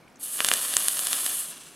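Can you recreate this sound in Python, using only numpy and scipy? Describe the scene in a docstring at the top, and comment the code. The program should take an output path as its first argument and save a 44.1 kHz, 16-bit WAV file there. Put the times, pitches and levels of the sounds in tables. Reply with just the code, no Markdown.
"""Faint ticks of fingers on a device are heard first, in a quiet room; then its wet heating coil fires.
A fine fizz starts at once, coarser boiling builds as the wick heats, and droplets burst with sharp pops
that overload the recorder. Each burst is a pressure impulse, coloured by the metal deck and by surfaces
close to it. The sizzle dies away, and its colour slides down, as the hand shifts the device."""
import sys
import numpy as np
from scipy import signal
from scipy.fft import rfft, irfft
from scipy.io import wavfile
from scipy.ndimage import uniform_filter1d

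SR = 44100
rng = np.random.default_rng(int(sys.argv[2]) if len(sys.argv) > 2 else 0)


def master(y):
    """Save y as 16-bit WAV."""
    cut = np.clip(np.atleast_2d(y).T, -1, 1)
    pcm = np.round(cut * 32767)  # scale
    wavfile.write(sys.argv[1], SR, pcm.astype(np.int16))


N = 77175
T = np.arange(N) / SR
FREQS = np.maximum(np.arange(2049) * SR / 4096, 1)

# spectrum of the room's background noise: f/Hz, relative level/dB
ROOM_TONE_SPECTRUM = [(25, -13), (100, -9.5), (150, 1), (290, 0), (450, -5), (700, -5), (1100, -9.5),
                      (1500, -9), (2000, -14.5), (2300, -10), (2800, -18.5), (6000, -22.5), (9000, -34.5),
                      (16000, -36)]
# frequency response of the reverberation: f/Hz, gain/dB
REVERB_RESPONSE = [(100, 1.5), (400, 4), (1500, -0.5), (5000, -4), (10000, -16), (16000, -8)]
# finger ticks before the coil fires: t/s, level/dB, f/Hz
FINGER_TICKS = [(.078, -50, 2400), (.082, -61, 8400), (.099, -62, 8000), (.158, -48.5, 6470),
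                (0.17, -54, 6000)]
# notches cut by the deck and nearby surfaces: f/Hz, width/Hz, gain/dB
DECK_NOTCHES = [(430, 67, -4), (873, 70, -7), (2190, 206, -7.5), (2570, 140, -5.5), (3955, 230, -2.5),
                (4890, 79, -8.5), (5550, 240, -3.5), (5960, 90, -9), (7130, 140, -9), (8150, 90, -3),
                (10900, 250, -2.5), (12450, 280, -3)]
# envelopes of the fine fizz and the coarser boiling: t/s, level/dB
FIZZ_ENVELOPE = [(.187, -74), (.199, -45), (.222, -39), (.235, -33.5), (.314, -35), (.342, -31),
                 (.415, -32.7), (.46, -31), (.56, -28.5), (.72, -31), (.80, -28.5), (.95, -29.5),
                 (1.12, -30.5), (1.26, -28.3), (1.41, -30.5), (1.47, -39), (1.51, -35.5), (1.53, -47.5),
                 (1.75, -55)]
BOIL_ENVELOPE = [(.18, -76), (.215, -48.7), (.32, -46.3), (.38, -40.5), (.46, -33.5), (.55, -33),
                 (.66, -36.5), (.80, -33.5), (.93, -36.5), (1.08, -35.5), (1.27, -35), (1.39, -40),
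                 (1.55, -46.5), (1.75, -53.5)]
# their source spectra: f/Hz, relative level/dB
FIZZ_SPECTRUM = [(2000, -44), (2800, -16), (5500, -18), (7000, -10), (8700, -2.5), (9600, -2), (10150, 1.5),
                 (10700, -1), (11900, -3.5), (13350, -8.5), (13750, -19.5), (16000, -24)]
BOIL_SPECTRUM = [(80, -23.5), (250, -5.5), (650, -3.7), (1200, -.5), (1800, -.7), (2400, 2), (2900, 2.5),
                 (3600, 1.5), (5000, -1.5), (6500, 0), (7300, 0), (8900, 0), (11000, -9), (14000, -20),
                 (16000, -21)]
# spectrum of one bursting droplet: f/Hz, relative level/dB
BURST_SPECTRUM = [(40, -33), (110, -21), (230, -6), (650, -5), (1400, 1), (3200, 4.5), (5500, 1), (8000, 4),
                  (10200, 6), (12000, -0.5), (13300, -10), (14200, -20), (16000, -19.5)]
# droplets bursting on the coil: t/s, gain/dB, ring f/Hz, ring boost/dB, tilt/(dB/octave), treble loss/dB
DROPLETS = [(.3918, -8.5, 2900, 3, -3, 4), (.4048, 8.5, 2500, 4, -1.7, 9), (.4470, 7, 3400, 2.5, -.8, 0),
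            (0.4681, -5, 3800, 1, 0.5, 0), (.4864, 1, 2800, 4, -3, 1), (.4878, 3, 7900, 4.5, -0.2, 6),
            (.5154, 9, 2650, 5.5, -3, 6), (.5377, 5.5, 9500, 0.5, 2, 0), (.7394, -3.5, 3980, 3, -1, 2),
            (.7677, 8.5, 7700, 9.5, -.5, 11), (.8837, 3.5, 10100, 5, 1, 0), (.9928, -2, 9000, 5, -1, 1),
            (1.0704, -1, 9500, 3.5, .3, 0), (1.1308, 3, 3580, 2.5, 0, 0), (1.2637, -1, 9000, 1, -.5, 2)]


def undb(db):
    """Amplitude ratio of a level in decibels."""
    return 10 ** (np.asarray(db) / 20)


def unit(x):
    """Normalisation to rms 1."""
    return x / np.sqrt(np.mean(x ** 2))


def colour(points):
    """Gain in dB, interpolated over logarithmic frequency."""
    hz, db = np.array(points).T
    return np.interp(np.log(FREQS), np.log(hz), db)


def resonance(hz, octaves):
    """Resonance curve of height 1 and the given half-width."""
    return 1 / (1 + (np.log2(FREQS / hz) / octaves) ** 2)


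def response(db):
    """Minimum-phase impulse response: folding the cepstrum makes it causal."""
    cepstrum = irfft(np.log(undb(db)))
    half = len(cepstrum) // 2
    cepstrum[1:half] *= 2
    cepstrum[half + 1:] = 0
    return irfft(np.exp(rfft(cepstrum)))[:half]


def through(x, ir):
    """Linear filtering by convolution."""
    return signal.fftconvolve(x, ir)[:N]


def noise(db):
    """Spectral shaping of white noise, at rms 1."""
    return unit(through(rng.standard_normal(N), response(db)))


def add(out, start, x):
    """Superposition of a short sound at a start time in seconds."""
    i = int(start * SR)
    out[i:i + len(x)] += x[:N - i]


def wander(hz):
    """Random modulation of rms 1: steps smoothed by a moving average."""
    hold = max(int(SR / hz), 1)
    steps = rng.standard_normal(N)[np.arange(N) // hold]
    return unit(uniform_filter1d(steps, hold))


def stereo(mid, side, width):
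    """Sum and difference of mid and side give left and right."""
    return np.array([mid + width * side, mid - width * side])


def room_tone(level_db=-55.5):
    """Stationary background noise, partly correlated between the channels."""
    mid, side = (noise(colour(ROOM_TONE_SPECTRUM)) for _ in range(2))
    return undb(level_db) * stereo(mid, side, width=.3)


def reverberation(x, gain_db=-14, t60_s=.17, delay_s=.008):
    """Diffuse reflections from the walls form a faint, dull tail that decays exponentially."""
    decay = (T > delay_s) * np.exp(-np.log(1000) * T / t60_s)
    dull = through(x, response(colour(REVERB_RESPONSE)))
    tails = [unit(rng.standard_normal(N) * decay) / np.sqrt(N) for _ in range(2)]
    mid, side = (through(dull, tail) for tail in tails)
    return undb(gain_db) * stereo(mid, side, width=.2)


def finger_ticks(decay_s=.0037):
    """Friction of fingers on the device gives quickly damped bursts of band-limited noise."""
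    out = np.zeros(N)
    for start, db, hz in FINGER_TICKS:
        scuff = noise(20 * np.log10(resonance(hz, octaves=.35) ** 2))
        add(out, start, undb(db) * scuff * np.exp(-T / decay_s))
    return out


def deck(echo_s=.0017, echo_db=-18):
    """Path gain in dB: narrow notches, and comb interference with the nearest surface's reflection."""
    notches = sum(db * np.exp(-((FREQS - hz) / width) ** 2) for hz, width, db in DECK_NOTCHES)
    reflection = undb(echo_db) * np.exp(-2j * np.pi * FREQS * echo_s)
    return notches + 20 * np.log10(abs(1 + reflection))


def bubbles(envelope, spectrum, per_s, spread_db, flutter_db):
    """Shot noise: tiny bursts of uneven size merge into a sizzle that comes in quick spurts."""
    clicks = (rng.random(N) < per_s / SR) * undb(spread_db * rng.standard_normal(N))
    clicks -= clicks.mean()
    still_db = colour(spectrum) + deck()
    moved_db = np.interp(FREQS / .95, FREQS, still_db)  # 5 % lower once the hand shifts the device
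    still, moved = (unit(through(clicks, response(db))) for db in (still_db, moved_db))
    shift = np.interp(T, [1.38, 1.55], [0, 1])
    swarm = (1 - shift) * still + shift * moved
    level_db = np.interp(T, *np.array(envelope).T) + flutter_db * wander(hz=90)
    return swarm * undb(level_db)


def droplet_pops(dull_ratio=1.36, steepness=14):
    """Impulse excitation: each droplet is a pressure spike with a very short ring; big ones are duller."""
    out = np.zeros(N)
    burst_db = colour(BURST_SPECTRUM) + deck()
    octave = np.log2(np.maximum(FREQS, 1000) / 4000)  # the tilt pivots at 4 kHz, flat below 1 kHz
    for start, db, hz, ring_db, tilt, loss_db in DROPLETS:
        ring = resonance(hz, octaves=.33)
        treble = 1 / (1 + (dull_ratio * hz / FREQS) ** steepness)
        pop_db = burst_db + db + ring_db * ring + tilt * octave - loss_db * treble
        add(out, start, -response(pop_db))
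    return out


def scene():
    """Superposition of direct sound from straight ahead, its reverberation and the background."""
    fizz = bubbles(FIZZ_ENVELOPE, FIZZ_SPECTRUM, per_s=10000, spread_db=3.6, flutter_db=1.0)
    boil = bubbles(BOIL_ENVELOPE, BOIL_SPECTRUM, per_s=4500, spread_db=4.7, flutter_db=.9)
    direct = fizz + boil + droplet_pops() + finger_ticks()
    return direct + reverberation(direct) + room_tone()


def record(dry, clip_level=.98, thump_db=-8, thump_hz=90, top_hz=15700):
    """Saturation clips the loudest pops, the input thumps as its bias recovers, and the top is cut."""
    clipped = np.clip(dry, -clip_level, clip_level)
    overload = np.minimum(abs(dry - clipped), clip_level)
    recovery = signal.butter(2, thump_hz, fs=SR, output="sos")
    thump = undb(thump_db) * signal.sosfilt(recovery, overload)
    lowpass = signal.ellip(8, .2, 70, top_hz, fs=SR, output="sos")
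    return signal.sosfilt(lowpass, clipped + thump)


dry = scene()
out = record(dry)
master(out)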